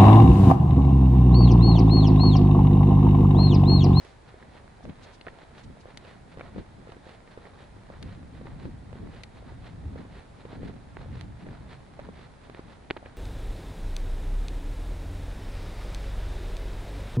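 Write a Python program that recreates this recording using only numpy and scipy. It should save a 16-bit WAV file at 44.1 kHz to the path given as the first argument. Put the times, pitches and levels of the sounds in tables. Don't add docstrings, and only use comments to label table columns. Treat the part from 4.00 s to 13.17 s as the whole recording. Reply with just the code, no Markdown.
import sys
import numpy as np
from scipy import signal
from scipy.fft import rfft, irfft, next_fast_len
from scipy.io import wavfile

SR = 44100
rng = np.random.default_rng(int(sys.argv[2]) if len(sys.argv) > 2 else 0)


def to_wav(s):
    ch = np.atleast_2d(s).T
    pcm = np.round(np.clip(ch, -1, 1) * 32767)
    wavfile.write(sys.argv[1], SR, pcm.astype(np.int16))


N = 404397
TIME = np.arange(N) / SR

# heel t/s, heel level/dB, knock f/Hz, sole delay/s, sole level/dB,
# roll level/dB, push-off delay/s, push-off level/dB
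WALK = [(-.17, -38, 500, .03, -42, -60, .23, -62), (0.342, -38.5, 420, 0.086, -49, -65, 0.22, -58.5),
        (0.852, -37.5, 610, 0.04, -48, -63, 0.22, -57), (1.332, -43, 455, 0.1, -45, -57.5, .255, -56.5),
        (1.856, -37.5, 536, 0.029, -43, -60.5, 0.23, -57), (2.373, -33.5, 493, 0.02, -38, -57, .21, -59.5),
        (2.872, -37.5, 513, .02, -37.5, -61, 0.23, -58.5), (3.375, -31.5, 468, 0.11, -48, -59, 0.24, -58),
        (3.901, -34.5, 535, 0.041, -49, -62, 0.2, -58.5), (4.412, -37.5, 497, 0.044, -35, -61, 0.22, -59),
        (4.928, -37, 500, 0.028, -38, -61, 0.23, -58.5), (5.425, -41, 504, 0.096, -43, -59.5, .24, -56),
        (5.958, -33, 497, 0.092, -39, -56, 0.22, -59), (6.452, -33.5, 450, .078, -34, -55.5, .213, -57),
        (6.97, -42, 640, 0.089, -40, -56, 0.21, -58), (7.467, -33.5, 452, 0.039, -45, -58, .26, -56.5),
        (7.992, -32.5, 590, 0.096, -33, -60, 0.21, -56),
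        (8.497, -34.5, 400, 0.096, -31.5, -60.5, 0.22, -58),
        (9.027, -39.5, 627, 0.033, -41, -61, 0.21, -55)]


def from_db(db):
    return 10 ** (np.asarray(db) / 20)


def rms_one(x):
    return x / np.sqrt(np.mean(x ** 2) + 1e-20)


def on_bins(points):
    hz, value = np.transpose(points)
    return np.interp(np.log(np.fft.rfftfreq(next_fast_len(N), 1 / SR) + 1), np.log(hz), value)


def filtered(x, gains):
    return irfft(rfft(x, next_fast_len(N)) * gains, next_fast_len(N))[..., :N]


def butter(x, hz, kind, order=2):
    return signal.sosfilt(signal.butter(order, hz, kind, fs=SR, output="sos"), x)


def drift(per_s):
    knots = np.arange(N) * per_s / SR
    return rms_one(np.interp(knots, np.arange(4000), rng.standard_normal(4000)))


def air_noise(spectrum):
    # f/Hz, likeness/0-1
    likeness = [(50, 0.99), (120, 0.79), (260, 0.44), (600, 0.04), (1200, 0.02), (2500, 0.49), (5000, 0.18),
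                (11000, 0.62)]
    alike = on_bins(likeness)
    colour = from_db(on_bins(spectrum))
    mid = filtered(rng.standard_normal(N), colour * np.sqrt(1 + alike))
    side = filtered(rng.standard_normal(N), colour * np.sqrt(1 - alike))
    return rms_one(np.array([mid + side, mid - side]))


def placed(x, pan_db, lag_ms):
    i = np.arange(len(x))
    delayed = np.interp(i - lag_ms * SR / 1000, i, x, left=0)
    return np.array([delayed * from_db(pan_db / 2), x * from_db(-pan_db / 2)])


def add(out, s, sound):
    if s >= 0:
        part = out[:, round(s * SR):][:, :sound.shape[1]]
        part += sound[:, :part.shape[1]]


def ring(hz, t60):
    t = TIME[:round(.06 * SR)]
    return np.sin(2 * np.pi * hz * t) * np.exp(-np.log(1000) * t / t60)


def swells(strokes, squareness=2):
    t = TIME[::20]
    power = sum(from_db(db) ** 2 * np.exp(-np.minimum(np.abs((t - s) / half_s) ** squareness, 50))
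                for s, db, half_s in strokes)
    return np.interp(TIME, t, np.sqrt(power))


def grains(per_s, spectrum, spread_db=3.0):
    sizes = from_db(spread_db * np.minimum(rng.exponential(1, N), 3)) * rng.choice([-1, 1], N)
    clicks = sizes * (rng.random(N) < per_s / SR)
    return rms_one(filtered(clicks, from_db(on_bins(spectrum))))


def valley(level_db=-54.5):
    # f/Hz, level/dB
    wash = [(15, -62), (25, 3.5), (85, -4), (156, -9.5), (391, -6), (840, -7.5), (1170, -14), (1850, -15.5),
            (2850, -24.5), (3870, -23.5), (5820, -31), (10200, -34), (11000, -38), (14300, -143),
            (22000, -120)]
    return from_db(level_db) * air_noise(wash) * from_db([[-.5], [.5]])


def wind(usual_db=-50, buffet_follows=0.86, waver_db=1.5, stride_db=1.0, stride_peak_s=0.13):
    # t/s, level/dB
    breeze = [(0, -60.5), (.75, -58), (1.2, -60), (1.5, -58), (2.4, -54.5), (2.9, -57), (3.4, -58.5),
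              (3.9, -51.5), (4.15, -47), (4.7, -46.5), (5.3, -51), (5.85, -44), (6.3, -56.5), (6.9, -49),
              (7.12, -42), (7.7, -53), (8.4, -54), (9.17, -55)]
    # centre t/s, rumble level/dB, buffet level/dB, half length/s
    gusts = [(0.88, -40, -40, 0.028), (1.68, -41, -50.5, 0.033), (2.434, -55, -49, 0.054),
             (2.584, -40, -37.5, 0.024), (2.793, -53, -49.5, 0.024), (4.047, -40, -43, 0.027),
             (4.557, -43, -59, 0.034), (4.662, -42, -37, 0.022), (5.053, -39.5, -39, 0.033),
             (5.877, -38, -45.5, .035), (6.002, -47, -39.5, 0.013), (6.65, -42, -40, 0.075),
             (7.485, -43.5, -42.5, 0.043), (8.06, -49, -49, 0.049)]
    # f/Hz, level/dB
    rumble_colour = [(12, -15), (25, -6), (40, -3), (65, .5), (105, 0), (135, -2), (190, -12), (320, -28),
                     (1500, -80)]
    buffet_colour = [(60, -23.5), (125, -1.5), (170, 3.5), (260, 0), (380, -12.5), (620, -26.5),
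                     (1200, -33), (4000, -77)]
    gust_colour = [(60, -14), (125, -1.5), (180, 3.5), (270, 1.5), (380, -5.5), (620, -17.5), (1200, -50),
                   (4000, -80)]
    stride = np.interp(TIME - stride_peak_s, [s for s, *_ in WALK], np.arange(len(WALK)))
    breeze_db = np.interp(TIME, *np.transpose(breeze)) + stride_db * np.cos(2 * np.pi * stride)
    buffet_db = usual_db + buffet_follows * (breeze_db - usual_db) - 2
    s, gust_rumble_db, gust_buffet_db, half_s = np.transpose(gusts)
    breeze_swell = from_db(breeze_db + 2 + waver_db * drift(per_s=16))
    rumble_swell = np.hypot(breeze_swell, swells(zip(s, gust_rumble_db, half_s)))
    buffet = from_db(buffet_db + waver_db * drift(per_s=16)) * air_noise(buffet_colour)
    puffs = swells(zip(s, gust_buffet_db, half_s)) * air_noise(gust_colour)
    lumps = rms_one(from_db(2.0 * drift(per_s=60)))
    return rumble_swell * air_noise(rumble_colour) + (buffet + puffs) * lumps


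def jacket():
    # centre t/s, level/dB, half length/s
    swishes = [(.055, -64.5, 0.064), (.84, -63, 0.0084), (1.04, -56, 0.011), (1.145, -59, 0.013),
               (1.595, -61, 0.01), (1.642, -58, 0.0066), (1.81, -60, 0.008)]
    # f/Hz, level/dB
    cloth = [(500, -26), (2000, -9), (4000, -1), (6200, -7), (8000, -14.5), (11000, -26.5)]
    return swells(swishes) * air_noise(cloth)


def friction(strokes, spectrum, rub_db, grit_db, catch_db):
    grit = placed(grains(1100, spectrum), pan_db=-1.5, lag_ms=0.025)
    rub = air_noise(spectrum) * from_db([[-1.7], [1.7]])
    pressure = swells(strokes, squareness=2.8) * from_db(catch_db * drift(per_s=160))
    return pressure * (from_db(rub_db) * rub + from_db(grit_db) * grit)


def scuffs():
    # skim level/dB, roll delay/s, roll half length/s, push-off half length/s
    feet = [(-77, 0.044, 0.027, .05), (-60.5, 0.076, .036, 0.032)]
    # f/Hz, level/dB
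    brush = [(80, -41), (450, 3.5), (850, 1.5), (1150, -2.5), (1900, -2), (2900, -8.5), (4200, -9),
             (5200, -20), (6500, -26.5), (11000, -32)]
    grind = [(80, -30), (250, -4.5), (450, 5.5), (850, 3.5), (1150, 0.5), (1900, -3), (2800, -13),
             (4100, -11), (5200, -24), (11000, -47)]
    light, heavy = [], []
    for k, (s, *_, roll_db, push_s, push_db) in enumerate(WALK):
        skim_db, roll_s, roll_half_s, push_half_s = feet[k % 2]
        light.append((s - .049, skim_db, .022))
        heavy.append((s + roll_s, roll_db, roll_half_s))
        heavy.append((s + .12, -66, .2))
        light.append((s + push_s, push_db, push_half_s))
    return (friction(light, brush, rub_db=-0.5, grit_db=2.0, catch_db=1.5)
            + friction(heavy, grind, rub_db=0.5, grit_db=3.0, catch_db=2.0))


def contacts(sole_pitch_ratio=0.793, toe_lead_s=0.01026):
    # t/s, level/dB, f/Hz
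    extra_knocks = [(.643, -43, 557), (.8065, -42, 700), (1.771, -43, 664), (2.562, -34.5, 480),
                    (2.582, -33, 385), (2.92, -34, 730), (2.967, -37.5, 430), (3.067, -37, 420),
                    (3.765, -40.5, 360), (4.654, -32, 368), (6.631, -32, 483), (6.696, -34, 380)]
    for s, heel_db, hz, sole_s, sole_db, _, push_s, _ in WALK:
        yield s, heel_db, hz, 0.67
        yield s + sole_s, sole_db, hz * sole_pitch_ratio, 0.39
        yield s + push_s - toe_lead_s, -46, 400, 0.39
    for s, db, hz in extra_knocks:
        yield s, db, hz, 0.56


def crunch(gain_db=-60, settle_s=0.009, floor=0.35):
    # f/Hz, level/dB
    dirt = [(80, -48), (450, 4), (800, 3.5), (1150, -0.5), (1900, -4.5), (2500, -6), (3000, -13),
            (4100, -13), (5200, -21), (6500, -25.5), (11000, -34)]
    weight = sum((TIME > s) * np.exp(-np.clip((TIME - s) / settle_s, 0, 30)) for s, *_ in contacts())
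    crumbs = grains(32, dirt) * (np.minimum(weight, 1) + floor)
    return from_db(gain_db) * placed(crumbs, pan_db=-7.0, lag_ms=0.094)


def footfalls(thump_hz=165, thump_t60=0.029, soft_hz=1300, gain_db=2.5, edge_db=-16):
    out = np.zeros((2, N))
    for s, db, hz, thump_share in contacts():
        detune, damping = rng.standard_normal(2)
        thump = butter(ring(thump_hz * np.exp(0.425 * detune), thump_t60), soft_hz, "low")
        knock = butter(ring(hz, t60=.015 * np.exp(.25 * damping)), soft_hz, "low")
        sand = rms_one(butter(rng.standard_normal(len(knock)), [550, 1700], "band"))
        sand *= np.exp(-TIME[:len(knock)] / .006)
        blow = knock / np.abs(knock).max() + 0.71 * thump_share * thump + from_db(edge_db) * sand
        add(out, s, -from_db(db + gain_db) * placed(blow, pan_db=-0.5, lag_ms=0.26))
    return out


def stones(gain_db=1.5, snap_db=-9, skitter_db=7, grating_s=0.0032, thud_db=-9):
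    # t/s, level/dB, f/Hz, pan/dB, grating level/dB
    strikes = [(0.4267, -42.5, 1290, -1, -10), (0.8954, -40, 2230, -4, -12), (1.2116, -35.5, 2930, 3, -9),
               (1.267, -34, 1900, -5, -10), (1.2712, -30.5, 930, 1, -3), (1.2825, -34, 1600, -2.6, -8),
               (1.9735, -27.5, 3870, 2, -20.5), (2.3973, -39, 1480, -1.7, -12),
               (2.4092, -31.5, 1420, -2, -9), (2.9017, -44, 3050, -1.6, -13),
               (3.2755, -43.5, 1550, -2, -12), (3.4537, -42, 1410, -5, -10), (3.938, -41.5, 1170, -3, -12),
               (4.027, -32, 3700, 1, -17), (4.4696, -39, 1150, -4, -16), (5.235, -30, 3970, 4, -18),
               (6.9694, -29, 1400, -2, -26), (7.2112, -29.5, 3220, -33, -34), (7.4873, -39.5, 1200, -3, -9),
               (8.5474, -33, 1850, -2, -22), (8.9022, -24.5, 1910, 4, -12),
               (8.9085, -13.5, 2100, -2, -26.5), (8.9657, -30, 1070, -2, -14.5),
               (8.9691, -32, 2400, -5, -26), (8.9738, -34, 1490, -1, -22), (9.0589, -38.5, 1640, -2, -10)]
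    # f/Hz, level/dB
    stone_colour = [(200, 6.5), (800, 3.5), (1150, -4), (1900, 1.5), (2600, -2), (3600, -1.5), (4600, 1),
                    (5600, -21), (8000, -16), (11000, -24)]
    knocks, snaps = np.zeros((2, 2, N))
    t = TIME[:round(.03 * SR)]
    impulse = 1.0 * (np.arange(len(t)) == 2)
    thud = placed(ring(hz=380, t60=0.018), pan_db=0.5, lag_ms=0.58)
    for s, db, hz, pan_db, grating_db in strikes:
        smallness = min(hz / 3400, 1) ** 6
        rasp = rng.standard_normal((3, len(t))) * (rng.random(len(t)) < .4) * np.exp(-t / grating_s)
        grating = placed(rasp[0], pan_db, lag_ms=0.065) + .5 * rasp[1:]
        crack = placed(impulse, pan_db, lag_ms=0.018)
        contact = crack + from_db(grating_db + skitter_db * smallness) * grating
        hit = butter(contact, hz * 1.43, "low", order=4)
        hit = butter(hit, hz / 1.76, "high", order=1)
        gain = -from_db(db + gain_db) / np.abs(hit.mean(axis=0)).max()
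        add(knocks, s, gain * hit)
        add(snaps, s, gain * contact * smallness)
        add(knocks, s, from_db(db + thud_db) * (1 - smallness) * thud)
    bright = from_db(snap_db) * butter(snaps, [3800, 6200], "band", order=1)
    return filtered(knocks, from_db(on_bins(stone_colour))) + bright


def scene():
    return jacket() + footfalls() + scuffs() + crunch() + stones() + wind() + valley()


def record(dry):
    return signal.sosfilt(signal.ellip(10, .1, 70, 11200, fs=SR, output="sos"), dry)


dry = scene()
out = record(dry)
to_wav(out)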